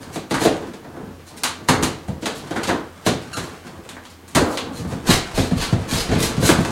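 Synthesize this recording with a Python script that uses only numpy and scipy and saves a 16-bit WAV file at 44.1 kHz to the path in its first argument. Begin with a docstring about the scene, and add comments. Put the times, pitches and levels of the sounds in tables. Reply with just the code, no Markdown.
"""A large cardboard box is worked open on a carpeted floor, a few metres off in a bare, low room.
Knocks, paper snaps and hollow thumps are bursts of tiny clicks ringing through damped panel modes.
Tugs on the lid, rubbing and rustling are coloured clicks; edge squeaks are short stacks of overtones.
A loose panel shudders, the lid pumps a deep flutter of air, and faint air noise and a drone lie beneath."""
import sys
import numpy as np
from scipy import signal
from scipy.fft import rfft, irfft
from scipy.io import wavfile
from scipy.ndimage import uniform_filter1d

SR = 44100
rng = np.random.default_rng(int(sys.argv[2]) if len(sys.argv) > 2 else 0)


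def dump(signal):
    """Clip the signal to [-1, 1] and save it as 16-bit WAV at the path in sys.argv[1]."""
    limited = np.clip(np.atleast_2d(signal).T, -1, 1)
    pcm = np.round(limited * 32767).astype(np.int16)
    wavfile.write(sys.argv[1], SR, pcm)


N = 295911
TIME = np.arange(N) / SR

# Hands knock on a panel; buckling brings up boom, clack and crack, an edge brings up the clack:
# (time [s], contact time [s], relative level [dB], buckling [dB], extra edge clack [dB])
PANEL_KNOCKS = [(0.158, 0.0014, -27.5, 0, -2), (0.309, 0.0035, -21, 2, -2), (0.341, 0.0029, -27.5, 7.5, 5),
                (0.414, 0.0039, -20.5, -1, -1), (0.452, 0.0022, -12.5, -4, -4), (0.622, .004, -34, -7, 3),
                (0.735, 0.0022, -38, 2, -3.5), (0.843, .002, -40, -6, 5), (0.962, 0.011, -37, -10, 4),
                (1.686, .0025, -17.5, 8.5, 2), (1.824, 0.0044, -22.5, 7, -4),
                (2.222, 0.0071, -29, 1.5, -5.5), (2.258, 0.0056, -26.5, -5, 5),
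                (2.508, 0.0019, -25.5, -3, -1), (2.559, 0.0045, -25, -0.5, 4.5),
                (2.672, 0.0039, -24, 3.5, -5), (2.689, 0.0027, -19.5, -1, 4),
                (3.062, 0.0058, -17.5, 5.5, -2.5), (3.367, 0.0049, -29, 8, -2),
                (3.967, 0.00084, -43.5, -6.5, 14), (4.349, 0.0051, -22, 12, -1.5),
                (4.367, 0.002, -15, -6, 4.5), (6.489, 0.0019, -12, -0.5, 0.5)]
# The paper skin snaps under a flap or a fingertip:
# (time [s], contact time [s], relative level [dB], crack brightness [dB])
PAPER_SNAPS = [(1.4352, .0003, -20.5, -0.5), (1.834, 0.0014, -25, 2.5), (2.079, 0.0011, -52, 17),
               (2.256, 0.0026, -26.5, -6), (2.632, 0.0032, -29.5, -4.5), (3.89, 0.0013, -38.5, -3.5),
               (4.05, 0.0034, -45, -6), (4.278, 0.0057, -46.5, 8), (4.572, .0019, -26.5, -13.5)]
# Lid and tray bump and the hollow box booms: (time [s], relative level [dB], hardness [dB])
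LID_THUMPS = [(1.07, -38.5, -13), (2.081, -24, -1.5), (4.794, -28, -12), (4.846, -29.5, -0.5),
              (4.918, -28.5, 5.5), (5.089, -14.5, 1.5), (5.375, -18, 6.5), (5.51, -16.5, -3),
              (5.724, -14, -3), (5.921, -23, -4), (6.088, -23.5, 5), (6.113, -19.5, 6), (6.15, -18, -1),
              (6.372, -17.5, -5), (6.422, -17.5, 4.5), (6.514, -21.5, -10), (6.582, -16.5, 1)]
# Damped modes of the box: (frequency [Hz], bandwidth [Hz], relative level [dB])
BOX_MODES = [(57, 22, -13), (90, 22, -1.5), (128, 35, 0.5), (171, 52, 0.5), (210.6, 77, -2), (257.5, 39, 4),
             (327, 49, 2), (426, 38, 0.5), (512, 42, -9), (690, 110, -11.5), (840, 150, -15.5),
             (966, 200, -10.5), (1140, 135, -8.5), (1400, 210, -14), (1565, 210, -14), (1880, 170, -22)]
# Colour of cracking paper: (frequency [Hz], level [dB])
CRACK_COLOUR = [(1000, -27.5), (1650, -5.5), (2300, -1), (3100, 1.5), (4200, 2.5), (5300, -3.5),
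                (6500, -0.5), (9300, -4), (12000, -11.5), (16000, -25)]
# Tugs on the lid, board sliding on board:
# (start [s], fastest [s], stop [s], relative level [dB], brightness [dB])
LID_TUGS = [(5.048, 5.112, 5.168, -14.5, -4), (5.334, 5.358, 5.5, -25, -2.5),
            (5.557, 5.584, 5.71, -24.5, -6), (5.858, 5.948, 6.07, -23.5, -2), (6.07, 6.145, 6.23, -28, -14),
            (6.17, 6.224, 6.3, -21, 1.5), (6.395, 6.469, 6.535, -17.5, 3.5)]
# Hands rub over the paper: (fastest [s], length [s], relative level [dB])
PAPER_RUBS = [(0.0, 0.11, -42), (0.14, .07, -33), (0.413, .09, -29), (1.279, .08, -43.5), (1.377, .04, -35),
              (2.367, 0.088, -36.5), (3.062, .04, -28), (3.367, 0.055, -38), (3.439, 0.14, -44),
              (4.106, 0.037, -44), (4.326, .08, -49), (4.518, .17, -35.5), (4.76, 0.12, -38.5),
              (4.898, 0.089, -39.5), (6.622, .2, -39.5)]
# Colour of the sliding rasp: (frequency [Hz], level [dB])
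RASP_COLOUR = [(120, -2.5), (300, 5.5), (700, -0.5), (1500, -2.5), (2600, -2.5), (3300, -2.5), (4200, 1),
               (5300, -5), (6500, -3), (9500, -5.5), (12500, -11.5), (16000, -22)]
# Let go after a hard knock, a loose panel shudders and settles: (start [s], length [s], level [dB])
PANEL_SHUDDERS = [(0.504, .15, -39), (1.716, 0.17, -26.5), (2.71, 0.14, -31.5), (4.415, 0.13, -22)]
# Colour of the shudder: (frequency [Hz], level [dB])
SHUDDER_COLOUR = [(100, -18), (280, 4.5), (480, 2), (700, -5.5), (1300, -6.5), (1900, -24), (6000, -38)]
# A board edge squeaks: (time [s], length [s], pitch [Hz], level [dB], waver [share of pitch])
EDGE_SQUEAKS = [(3.327, 0.02, 1371, -24, 0.06), (5.62, 0.042, 4479, -38, 0),
                (5.96, 0.042, 4791, -26.5, 0.06)]
# The box shifting under the hands: (time [s], relative flexing [dB], relative rustle [dB])
BOX_HANDLING = [(0.0, -29, -38), (0.25, -41, -51), (0.55, -32.5, -39.5), (0.8, -42, -53.5),
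                (1.0, -33.5, -52), (1.17, -46, -53), (1.35, -39, -53), (1.85, -33, -45), (2.15, -42, -49.5),
                (2.45, -35, -40.5), (2.95, -44, -46), (3.45, -36.5, -37), (4.22, -49.5, -57),
                (4.6, -33.5, -46), (4.98, -34, -41.5), (5.2, -36.5, -33), (5.8, -33, -36),
                (6.3, -29, -34.5), (6.7, -25, -29.5)]
# Colour of the rustle: (frequency [Hz], level [dB])
RUSTLE_COLOUR = [(200, -6.0), (600, 2), (1400, -0.5), (2600, -5.5), (4300, -9.5), (9000, -13.5), (16000, -33)]
# Colour of the still air: (frequency [Hz], level [dB])
AIR_COLOUR = [(15, -30), (25, -5), (87, -25), (263, -19), (427, -6), (1700, -9), (2350, -12), (2990, -13),
              (4250, -16.5), (16000, -24)]
# Reverberation: (frequency [Hz], time to fall 60 dB [s])
REVERB_TIMES = [(80, 0.39), (220, 0.32), (560, 0.42), (1500, 0.4), (4000, 0.36), (8000, 0.27),
                (14000, 0.19)]

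# How much of the box answers each blow: (hollow thump [dB], panel knock [dB], edge clack [dB], crack [dB])
KNOCK_MIX = (-9, 0, -5.5, -10.5)
SNAP_MIX = (-40, -12.5, -3.5, -0.5)
THUMP_MIX = (0, -7, -17, -21.5)
# What each dB of buckling or hardness adds to the same four [dB per dB]
BUCKLING, HARDNESS = (1, 0, 0.65, 1), (0, 0.97, 1, 1)


def knocks(ring):
    """Each blow crushes the flutes in a short burst of clicks that drives the box and cracks the paper."""
    out = np.zeros(N + SR)
    t = TIME[:SR * 3 // 4]
    attack = SR // 25  # levels are set over the first 40 ms
    spots = [room(direct_db=-6, bounce_db=-12) for _ in range(24)]
    for s, contact, levels, bright in blows():
        age = t / max(contact, 1 / SR)
        crunch = slips(len(t), 9000, 2.08) * np.sqrt(age) * np.exp(-age)
        crunch = crunch[:SR // 8]
        # the flutes give way at several spots of the panel, each with its own echoes
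        nearby = rng.permutation(len(spots))[:9]
        spot = rng.choice(nearby, len(crunch))
        burst = sum(signal.fftconvolve(crunch * (spot == k), spots[k])[:len(t)] for k in np.unique(spot))
        body = through(burst, ring)
        thump = band(body, 53.0, 206)
        knock = band(body, 223, 693)
        clack = band(body, 774, 2060)
        crack = colour(burst, CRACK_COLOUR, bright + 2.9)
        start = int(s * SR)
        for part, db in zip((thump, knock, clack, crack), levels):
            out[start:start + len(t)] += undb(db) * unit(part, attack)
    return out[:N]


def blows():
    """Knocks, snaps and thumps as (time [s], contact time [s], four levels [dB], relative brightness [dB])."""
    hits = []
    for s, contact, db, buckle, edge in PANEL_KNOCKS:
        levels = db + np.array(KNOCK_MIX) + buckle * np.array(BUCKLING) + [0, 0, edge, 0]
        hits.append((s, contact, levels, -10 + 0.92 * buckle))  # buckling brightens the crack
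    for s, contact, db, bright in PAPER_SNAPS:
        hits.append((s, contact, db + np.array(SNAP_MIX), bright))
    for s, db, hard in LID_THUMPS:
        levels = db + np.array(THUMP_MIX) + hard * np.array(HARDNESS)
        hits.append((s, 0.0036, levels, -8))
    return hits


def box_ring(dead_db=-9):
    """Heavily damped panel modes over the dead tap of the board itself."""
    t = TIME[:SR // 4]
    ring = np.zeros(len(t))
    for hz, width, db in BOX_MODES:
        decay = np.exp(-np.pi * width * t)  # the wider the mode, the faster it dies
        ring += undb(db) * 2 * np.pi * width / SR * decay * np.cos(2 * np.pi * hz * t)
    ring[0] += undb(dead_db)
    return ring


def strokes(rasp_db=1, judder_db=2.5, swell=1.09):
    """The rasp of tugs, rubs and scuffs follows the sliding speed, and judders as the grip varies."""
    out = np.zeros(N)
    grip = undb(judder_db * walk(110))
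    rise, rub_bright_db = 0.42, 1.5  # share of a rub spent speeding up; treble lift
    rubs = [(s - rise * length, s, s + (1 - rise) * length, db, rub_bright_db)
            for s, length, db in PAPER_RUBS]
    # the hand scuffs the paper into and out of each knock
    reach_s, scuff_db = 0.016, -15  # time either side; level against the knock's
    scuffs = [(s - reach_s, s, s + reach_s, db + scuff_db, 0) for s, _, db, _, _ in PANEL_KNOCKS]
    for start, fastest, stop, db, bright in LID_TUGS + rubs + scuffs:
        speed = np.interp(TIME, [start, fastest, stop], [0, 1, 0])
        on = speed > 0
        rasp = unit(colour(slips(on.sum(), 7000, 3.75), RASP_COLOUR, bright))
        out[on] += undb(db + rasp_db) * speed[on] ** swell * rasp
    return out * grip


def shudders(fade_db=9):
    """A loose panel chatters against the tray as dull, fading clicks."""
    level = np.zeros(N)
    for s, length, db in PANEL_SHUDDERS:
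        on = (TIME > s) & (TIME < s + length)
        progress = np.clip((TIME - s) / length, 0, 1)
        level += on * undb(db - fade_db * progress)
    return level * unit(colour(slips(N, 900, 3.0), SHUDDER_COLOUR))


def squeaks():
    """Stick-slip locks briefly into a pitch with overtones, wavering where the table says so."""
    out = np.zeros(N)
    drift = walk(900)
    for s, length, hz, db, waver in EDGE_SQUEAKS:
        on = (TIME > s) & (TIME < s + length)
        phase = 2 * np.pi * np.cumsum(hz * (1 + waver * drift[on])) / SR
        # the nearly square slip favours odd harmonics
        harmonics = np.arange(1, 11000 / hz)
        tone = sum((1 + k % 2) * np.sin(k * phase) / k ** 0.71 for k in harmonics)
        out[on] += undb(db) * unit(tone) * np.sqrt(np.hanning(on.sum()))
    return out


def handling(ring, flex_db=-2, rustle_db=-4, flutter_db=1.5):
    """Panels flex with a low grumble of clicks in the box while fingers and sleeves rustle over the paper."""
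    s, flex_curve, rustle_curve = np.transpose(BOX_HANDLING)
    flex = undb(flex_db + np.interp(TIME, s, flex_curve))
    rustle = undb(rustle_db + np.interp(TIME, s, rustle_curve))
    boxed = through(slips(N, 500, 3.4), ring)
    grumble = unit(band(band(boxed, 27, 1600), 45, 590, order=1))
    crinkle = unit(colour(slips(N, 1500, 4.2), RUSTLE_COLOUR))
    return (flex * grumble + rustle * crinkle) * undb(flutter_db * walk(25))


def lid_draught(db=-32, lag_s=0.15):
    """Each tug pumps air between lid and tray: deep noise that lingers past the stroke."""
    speed = sum(np.interp(TIME, [start, fastest, stop + lag_s], [0, 1, 0])
                for start, fastest, stop, _, _ in LID_TUGS)
    return undb(db) * speed * unit(band(rng.standard_normal(N), 24, 77, order=2))


def still_room(db=-51, hum_hz=85, hum_db=-52):
    """Faint coloured air noise and a low drone of narrow-band noise."""
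    air = unit(colour(rng.standard_normal(N), AIR_COLOUR))
    drone = unit(band(rng.standard_normal(N), hum_hz - 4, hum_hz + 4, order=2))
    return undb(db) * air + undb(hum_db) * drone


def room(direct_db=-7, bounce_db=-11, bounce_s=.0075, build_s=0.00037):
    """Direct sound, a bounce off the low ceiling, and a diffuse tail whose top treble dies soonest."""
    t = TIME[:SR * 3 // 4]
    hz = np.fft.rfftfreq(len(t), 1 / SR)
    noise = rfft(rng.standard_normal(len(t)))
    centres, t60s = np.transpose(REVERB_TIMES)
    tail = np.zeros(len(t))
    # overlapping bands of one noise, each with its own decay
    for share, t60 in zip(np.eye(len(centres)), t60s):
        band_noise = irfft(noise * lookup(np.c_[centres, share], hz), len(t))
        tail += band_noise * np.exp(-np.log(1000) * t / t60)
    tail *= 1 - np.exp(-t / build_s)
    tail /= np.linalg.norm(tail)
    # direct and bounce levels are relative to the tail
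    tail[0] += undb(direct_db)
    tail[int(bounce_s * SR * rng.uniform(.75, 1.25))] += undb(bounce_db)
    return tail / np.linalg.norm(tail)


def slips(count, per_s, spread_db):
    """Fibres catching and letting go: random clicks of uneven size."""
    size = undb(spread_db * np.minimum(rng.exponential(size=count), 5))
    caught = rng.random(count) < per_s / SR
    return unit(size * rng.standard_normal(count) * caught)


def walk(per_s):
    """Slow smoothed chance, scaled to rms 1."""
    k = int(SR / per_s)
    steps = np.repeat(rng.standard_normal(N // k + 1), k)[:N]
    return unit(uniform_filter1d(steps, k))


def colour(x, points, bright_db=0, size=2048):
    """Minimum-phase filter of the given spectrum, with a treble shelf."""
    hz = np.fft.rfftfreq(size, 1 / SR)
    shelf = bright_db / (1 + (5800 / (hz + 1)) ** 4)
    cepstrum = irfft(np.log(undb(lookup(points, hz) + shelf)))
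    # folding the cepstrum makes the filter causal
    cepstrum[1:size // 2] *= 2
    cepstrum[size // 2 + 1:] = 0
    return through(x, irfft(np.exp(rfft(cepstrum))))


def undb(db):
    """Decibels to gain."""
    return 10 ** (np.asarray(db) / 20)


def unit(x, count=None):
    """Scale to rms 1 over the first count samples, or over all of them."""
    return x / np.sqrt(np.mean(x[:count] ** 2) + 1e-18)


def band(x, lo_hz, hi_hz, order=3):
    """Band-pass."""
    edges = [lo_hz, min(hi_hz, .48 * SR)]
    return signal.sosfilt(signal.butter(order, edges, "band", fs=SR, output="sos"), x)


def lookup(points, hz):
    """Read (frequency [Hz], value) points on a log-frequency axis."""
    f, value = np.transpose(points)
    return np.interp(np.log(hz + 1), np.log(f), value)


def through(x, response):
    """Convolve, keeping the length."""
    return signal.fftconvolve(x, response)[:len(x)]


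def scene():
    """Blows and rubbing are heard through the room; draught, air and drone are laid in without echoes."""
    ring = box_ring()
    close = strokes() + squeaks() + handling(ring) + shudders()
    rubbing = np.zeros(N + SR)
    hop = SR // 40
    spots = [room() for _ in range(16)]
    fade = signal.windows.cosine(2 * hop)
    # the contact point keeps moving, so the pattern of echoes keeps changing
    for k, i in enumerate(range(0, N, hop)):
        piece = close[i:i + 2 * hop]
        wet = signal.fftconvolve(piece * fade[:len(piece)], spots[k % len(spots)])
        rubbing[i:i + len(wet)] += wet
    return (knocks(ring) + rubbing[:N] + lid_draught() + still_room())[None]


def record(dry):
    """Peaks beyond full scale are clipped, then a steep low-pass cuts the top."""
    top_hz = 16000
    low_pass = signal.ellip(10, .2, 70, top_hz, fs=SR, output="sos")
    return signal.sosfilt(low_pass, np.clip(dry, -1, 1))


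dry = scene()
out = record(dry)
dump(out)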